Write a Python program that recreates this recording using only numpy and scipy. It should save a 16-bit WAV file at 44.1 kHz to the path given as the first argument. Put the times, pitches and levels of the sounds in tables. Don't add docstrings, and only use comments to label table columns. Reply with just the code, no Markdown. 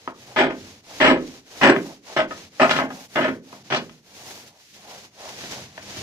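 import sys
import numpy as np
from scipy import signal
from scipy.fft import rfft, irfft, next_fast_len
from scipy.io import wavfile
from scipy.ndimage import uniform_filter1d

SR = 44100
rng = np.random.default_rng(int(sys.argv[2]) if len(sys.argv) > 2 else 0)


def master_out(mix):
    frames = np.transpose(np.atleast_2d(mix))
    ceiling = np.clip(frames, -1, 1)
    pcm = np.round(ceiling * 32767).astype(np.int16)
    wavfile.write(sys.argv[1], SR, pcm)


N = 265702

T = np.arange(N) / SR
SIZE = next_fast_len(N + SR)
HZ = np.maximum(np.arange(SIZE // 2 + 1) * SR / SIZE, 1)
LAST_TURN_S = 6.206
PORT_LAG_S = .00015
TOP_HZ = 15550

# start t/s, place of top speed (0-1 of the stroke), relative level/dB, foil sizzle/dB, wall drone/dB
STROKE_TABLE = [ (-.2, 0.87, -50, -5, -9), (.13, 0.23, -46, -1.5, -7), (.49, 0.41, -44, -4.5, -7),
                (.818, 0.72, -39, -4, -15), (1.16, 0.35, -44.5, -5, -12.5), (1.44, 0.72, -38, -1.5, -18),
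                (1.741, 0, -47.5, 3.5, -22), (2.011, 0.64, -40, -9, -18.5), (2.271, 0.3, -42.5, -7, -10),
                (2.499, 0.64, -34.5, -5, -14.5), (2.88, 0.8, -46, 4, -16), (3.079, 0.26, -41, 2, -6),
                (3.412, 0.95, -51.5, -3, -5), (3.631, 0, -47, -6, -9.5), (4.018, 0.53, -42, 2.5, -12.5),
                (4.544, 0.8, -45.5, -2.5, -15.5), (5.107, 0.59, -35, -5.5, -13),
                (5.712, 0.98, -31.5, -7, -7.5)]
# crest t/s, half length/s, relative level/dB
POCKET_TABLE = [(0.316, 0.079, -49), (0.92, 0.047, -46.5), (1.582, 0.077, -50), (1.89, 0.065, -44),
                (2.107, 0.048, -42.5), (2.98, .08, -47), (3.544, 0.08, -50.5), (4.28, 0.17, -51.5),
                (4.557, 0.097, -60), (4.914, 0.092, -45), (5.255, 0.082, -40), (5.569, 0.063, -44)]
# t/s, level of the body/dB
PRESSURE_CURVE = [(4.46, -5.5), (4.56, -14), (4.72, -24), (4.77, -5.5)]
# f/Hz, relative level/dB
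RUB_SPECTRUM = [(30, -9), (80, -4), (160, -2), (400, 6.5), (800, 4), (1250, -2.5), (2000, -1.5),
                (3200, -2.5), (4500, -2.5), (6500, -3), (8200, -13.5), (11000, -13.5), (15500, -19.5)]
# f/Hz, relative level/dB
AIR_SPECTRUM = [(18, -47), (30, -13.5), (136, -15.5), (346, -2), (754, -17), (1370, -37), (6360, -14.5),
                (8920, -40), (15000, -40)]
# t/s, relative level/dB, brightness f/Hz
SNAP_TABLE = [(.076, -7.5, 1090), (.364, -12.5, 2500), (.389, -10.5, 4000), (.395, -6.5, 2500),
              (1.012, -4.5, 3190), (1.615, -18.5, 2000), (1.634, 1, 2980), (1.763, -7.5, 1800),
              (2.203, -4.5, 1950), (2.309, -17.5, 1700), (2.599, -9.5, 1750), (2.694, -8, 4500),
              (2.711, -4, 6000), (2.766, -11, 5500), (2.788, -3, 1400), (2.906, -20, 1390),
              (3.159, -11, 4000), (3.528, -19, 940), (3.724, -8.5, 3050), (3.747, -7, 6000),
              (3.895, -33, 8000), (5.439, -25.5, 4420), (5.778, -21, 2600)]
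# start t/s, length/s, place of the crest (0-1 of the length),
# relative level/dB, brightness f/Hz, boom level/dB, boom pitch f/Hz, foil crunch level/dB
CRACKLE_TABLE = [ (0.361, 0.08, 0.4, -16.5, 2960, 7, 317, -9), (.499, .013, 1, -26, 2000, 5.5, 220, -11),
                 (1.001, .11, 0.5, -12.5, 2850, 5, 322, -12.5),
                 (1.613, 0.088, 0.48, -11, 2400, 2, 360, -8.5),
                 (2.164, .042, 0, -15.5, 2600, -5, 280, -10.5),
                 (2.312, 0.011, 0.8, -26.5, 1700, -7, 250, -13),
                 (2.597, 0.053, 0.48, -12.5, 2460, -8, 600, -8.5),
                 (2.703, 0.016, .4, -18.5, 4060, -13.5, 298, 2), (2.734, .067, 0.7, -26, 3570, 4, 200, -3),
                 (2.786, 0.043, 0, -24.5, 2340, 5.5, 240, -14),
                 (2.903, .012, .53, -31, 1770, 5.5, 260, -13), (3.155, .056, 0.1, -18.5, 2000, 5, 304, -21),
                 (3.207, 0.074, 0.04, -22.5, 2800, 2, 270, -12),
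                 (3.702, 0.039, 0.93, -21.5, 3400, -1, 490, -2.5),
                 (3.743, 0.031, .9, -26.5, 3100, 8, 160, 6)]
# f/Hz, relative level/dB
SNAP_SPECTRUM = [(30, -16.5), (100, -18), (150, -6), (250, -1.5), (600, 4.5), (1100, 4.5), (2000, 5.5),
                 (3200, 5), (4200, -2), (5300, -4.5), (7000, -11), (10000, -17.5), (15000, -37)]
# f/Hz, distance where the lift halves/Hz, relative lift/dB
BOARD_RESONANCES = [(141, 18, 11), (261, 15, 11), (287, 16, 6), (355, 13, 5), (399, 13, 5), (464, 15, 8),
                    (545, 22, 4), (630, 13, 12), (680, 14, 4), (775, 22, 3), (828, 16, 5), (936, 18, 5),
                    (1268, 20, 6), (1528, 18, 4), (1711, 20, 5), (1818, 20, 4), (2103, 22, 4),
                    (2266, 22, 4), (3300, 140, 4)]
# f/Hz, width/Hz, relative level/dB
METAL_RINGS = [(7730, 60, -1), (7870, 50, 0), (8560, 25, -6)]
# f/Hz, time to fall by 60 dB/s
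ROOM_DECAY = [(100, 0.65), (300, 0.42), (700, 0.19), (2000, 0.2), (5000, 0.13), (12000, 0.03)]
# f/Hz, likeness (0-1), left minus right/dB
PORT_TABLE = [(101, .94, -2.5), (350, 0.94, -2.5), (800, 0.99, 0), (1400, 0.6, 3.5), (2300, 0.25, 3.5),
              (4120, 0, -2), (8000, 0.03, 0), (14000, 0, -1)]


def undb(db):
    return 10 ** (np.asarray(db) / 20)


def rms(x):
    return np.sqrt(np.mean(x ** 2))


def curve(rows):
    return np.interp(T, *np.transpose(rows))


def at(rows, hz, axis=1):
    rows = np.array(rows)
    return np.interp(np.log(hz), np.log(rows[:, 0]), rows[:, axis])


def shape(x, response):
    return irfft(rfft(x, SIZE) * response, SIZE)[..., :N]


def causal(db):
    cepstrum = irfft(np.log(undb(db)), SIZE)
    cepstrum[1:SIZE // 2] *= 2
    cepstrum[SIZE // 2 + 1:] = 0
    return np.exp(rfft(cepstrum))


def resonance(hz, width):
    return 1 / (1 + 1j * (HZ ** 2 - hz ** 2) / (HZ * width))


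def soften(x, hz):
    return signal.sosfilt(signal.butter(2, hz, fs=SR, output="sos"), x)


def walk(rate):
    step = int(SR / rate)
    held = np.repeat(rng.standard_normal(N // step + 1), step)
    y = uniform_filter1d(held, step)[:N]
    return y / rms(y)


def grains(count, per_s, spread):
    chance = rng.random((count, 2))
    size = undb(-spread * np.log(np.maximum(chance[:, 1], .02)))
    y = (chance[:, 0] < per_s / SR) * size * rng.choice([-1, 1], count)
    return y / (rms(y) + 1e-9)


def add(track, s, sound):
    i = int(s * SR)
    track[i:i + len(sound)] += sound[:N - i]


def ports(mid, side):
    like, lean_db = at(PORT_TABLE, HZ), at(PORT_TABLE, HZ, axis=2)
    mid = shape(mid, np.sqrt((1 + like) / 2))
    side = shape(side, np.sqrt((1 - like) / 2))
    late = np.exp(-2j * np.pi * HZ * PORT_LAG_S)
    left = shape(mid + side, undb(lean_db / 2) * late)
    right = shape(mid - side, undb(-lean_db / 2))
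    return np.array([left, right])


def room(x):
    tail, noise = np.zeros(SR), rfft(rng.standard_normal(SR))
    centres = np.log(np.array(ROOM_DECAY)[:, 0])
    for (hz, t60), band in zip(ROOM_DECAY, np.eye(len(ROOM_DECAY))):
        weight = np.interp(np.log(np.arange(len(noise)) + 1), centres, band)
        tail += irfft(noise * weight) * np.exp(-np.log(1000) * T[:SR] / t60)
    return signal.fftconvolve(x, tail / np.sqrt(np.sum(tail ** 2)))[:N]


def scatter(x, fade_s, db):
    fade = np.exp(-T[:SR // 20] / fade_s)
    waves = rng.standard_normal(len(fade)) * fade * undb(db) / np.sqrt(np.sum(fade ** 2))
    waves[0] += 1
    return signal.fftconvolve(x, waves / np.sqrt(np.sum(waves ** 2)))


def motion(steepness=1.08, rest=0.13):
    starts, crests, *columns = np.transpose(STROKE_TABLE)
    turns = np.append(starts, LAST_TURN_S)
    tops = starts + np.clip(crests, .05, .95) * np.diff(turns)
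    marks = np.sort(np.append(turns, tops))
    speed = np.abs(np.sin(np.pi / 2 * np.interp(T, marks, np.arange(len(marks)))))
    db, sizzle_db, drone_db = (np.interp(T, tops, column) for column in columns)
    return undb(db) * (rest + speed ** steepness), sizzle_db, drone_db


def pockets(edge_db=-15):
    return sum(undb(db + edge_db * ((T - s) / half) ** 2) for s, half, db in POCKET_TABLE)


def roller(stroke, sizzle_db, grit_db=-8, sizzle_hz=9000, body_hz=1600, flicker_db=1.4):
    stroke = stroke * undb(flicker_db * walk(49))
    swell, pair = pockets(), []
    for _ in range(2):
        grit = undb(grit_db) * grains(N, per_s=1500, spread=6.4)
        rub = shape(rng.standard_normal(N) + grit, causal(at(RUB_SPECTRUM, HZ)))
        rub = rub / rms(rub)
        body = shape(rub, 1 / (1 + (HZ / body_hz) ** 4))
        sizzle = shape(rub, 1 / (1 + (sizzle_hz / HZ) ** 4))
        rub = rub + (undb(curve(PRESSURE_CURVE)) - 1) * body + (undb(sizzle_db) - 1) * sizzle
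        hollow = shape(rng.standard_normal(N), resonance(693, 480) ** 2)
        pair.append(stroke * rub + swell * hollow / rms(hollow))
    return ports(*pair)


def rumble(push, hz=170, width_hz=230):
    shaking = push * shape(rng.standard_normal(N), resonance(hz, width_hz) ** 2)
    drone = room(shaking)
    return drone / rms(drone) * rms(push)


def air(db=-69):
    hush = ports(*shape(rng.standard_normal((2, N)), undb(at(AIR_SPECTRUM, HZ))))
    return undb(db) * hush / rms(hush)


def snaps(gain_db=12):
    out, click = np.zeros((2, N)), signal.unit_impulse(256)
    for s, db, bright_hz in SNAP_TABLE:
        for track in out:
            knock = scatter(soften(click, bright_hz), fade_s=0.0037, db=6)
            add(track, s, undb(db + gain_db) * knock)
    return out


def adhesive(start_db=-6, end_db=-5, release_s=0.012, boom_q=1.45, boom_s=0.034, darkening=0.87,
             crunch_hz=4200, clump_db=2):
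    out, clumps = np.zeros((2, N)), undb(clump_db * walk(220))
    for s, length, crest, db, bright_hz, boom_db, boom_hz, crunch_db in CRACKLE_TABLE:
        t = T[:int(3 * length * SR)]
        u, after = t / length, np.maximum(t - length, 0)
        arch_db = np.interp(u, [0, np.clip(crest, .01, .99), 1], [start_db, 0, end_db])
        fade_out = np.minimum(u[-1] - u, 1)
        size = undb(db) * fade_out * np.interp(s + t, T, clumps)
        late = np.clip(u - crest, 0, 1)
        for track in out:
            threads = grains(len(t), per_s=5000, spread=2.4) * size * undb(arch_db)
            threads = threads * np.exp(-after / release_s)
            flaps = grains(len(t), per_s=900, spread=1.3) * size * np.minimum(u, 1)
            flaps = flaps * np.exp(-after / boom_s)
            bright, dull = soften(threads * (1 - late), bright_hz), soften(threads * late, bright_hz * darkening)
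            boom = undb(boom_db) * signal.lfilter(*signal.iirpeak(boom_hz, boom_q, fs=SR), flaps)
            crunch = undb(crunch_db) * signal.lfilter(*signal.iirpeak(crunch_hz, 2, fs=SR), threads)
            add(track, s, scatter(bright + dull + boom + crunch, fade_s=0.0035, db=-6.5))
    return out


def board(force, room_db=-5, gain_db=2.5, ring=0.95, room_ring=0.41):
    lift_db = sum(db / (1 + ((HZ - hz) / width) ** 2) for hz, width, db in BOARD_RESONANCES)
    snap_db = at(SNAP_SPECTRUM, HZ)
    direct = shape(force, causal(snap_db + ring * lift_db))
    far = shape(force, causal(snap_db + room_ring * lift_db))
    mid, side = (near + undb(room_db) * room(x) for near, x in zip(direct, far))
    return undb(gain_db) * ports(mid, side)


def rattle(shake, slack=.15, db=-57):
    knocks = np.maximum(np.abs(shake) - slack, 0) * rng.standard_normal(shake.shape)
    ring = shape(knocks, sum(undb(lift) * resonance(hz, width) for hz, width, lift in METAL_RINGS))
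    return undb(db) * ring / (rms(ring) + 1e-9)


def scene(drag_db=-5):
    stroke, sizzle_db, drone_db = motion()
    rub = roller(stroke + undb(drag_db) * pockets(), sizzle_db)
    drone = rumble(stroke * undb(drone_db))
    crackle = board(adhesive() + snaps())
    return rub + drone + air() + crackle + rattle(crackle)


def record(dry):
    rounded = 1.1 * np.tanh(dry / 1.1)
    return signal.sosfilt(signal.ellip(10, .2, 70, TOP_HZ, fs=SR, output="sos"), rounded)


dry = scene()
out = record(dry)
master_out(out)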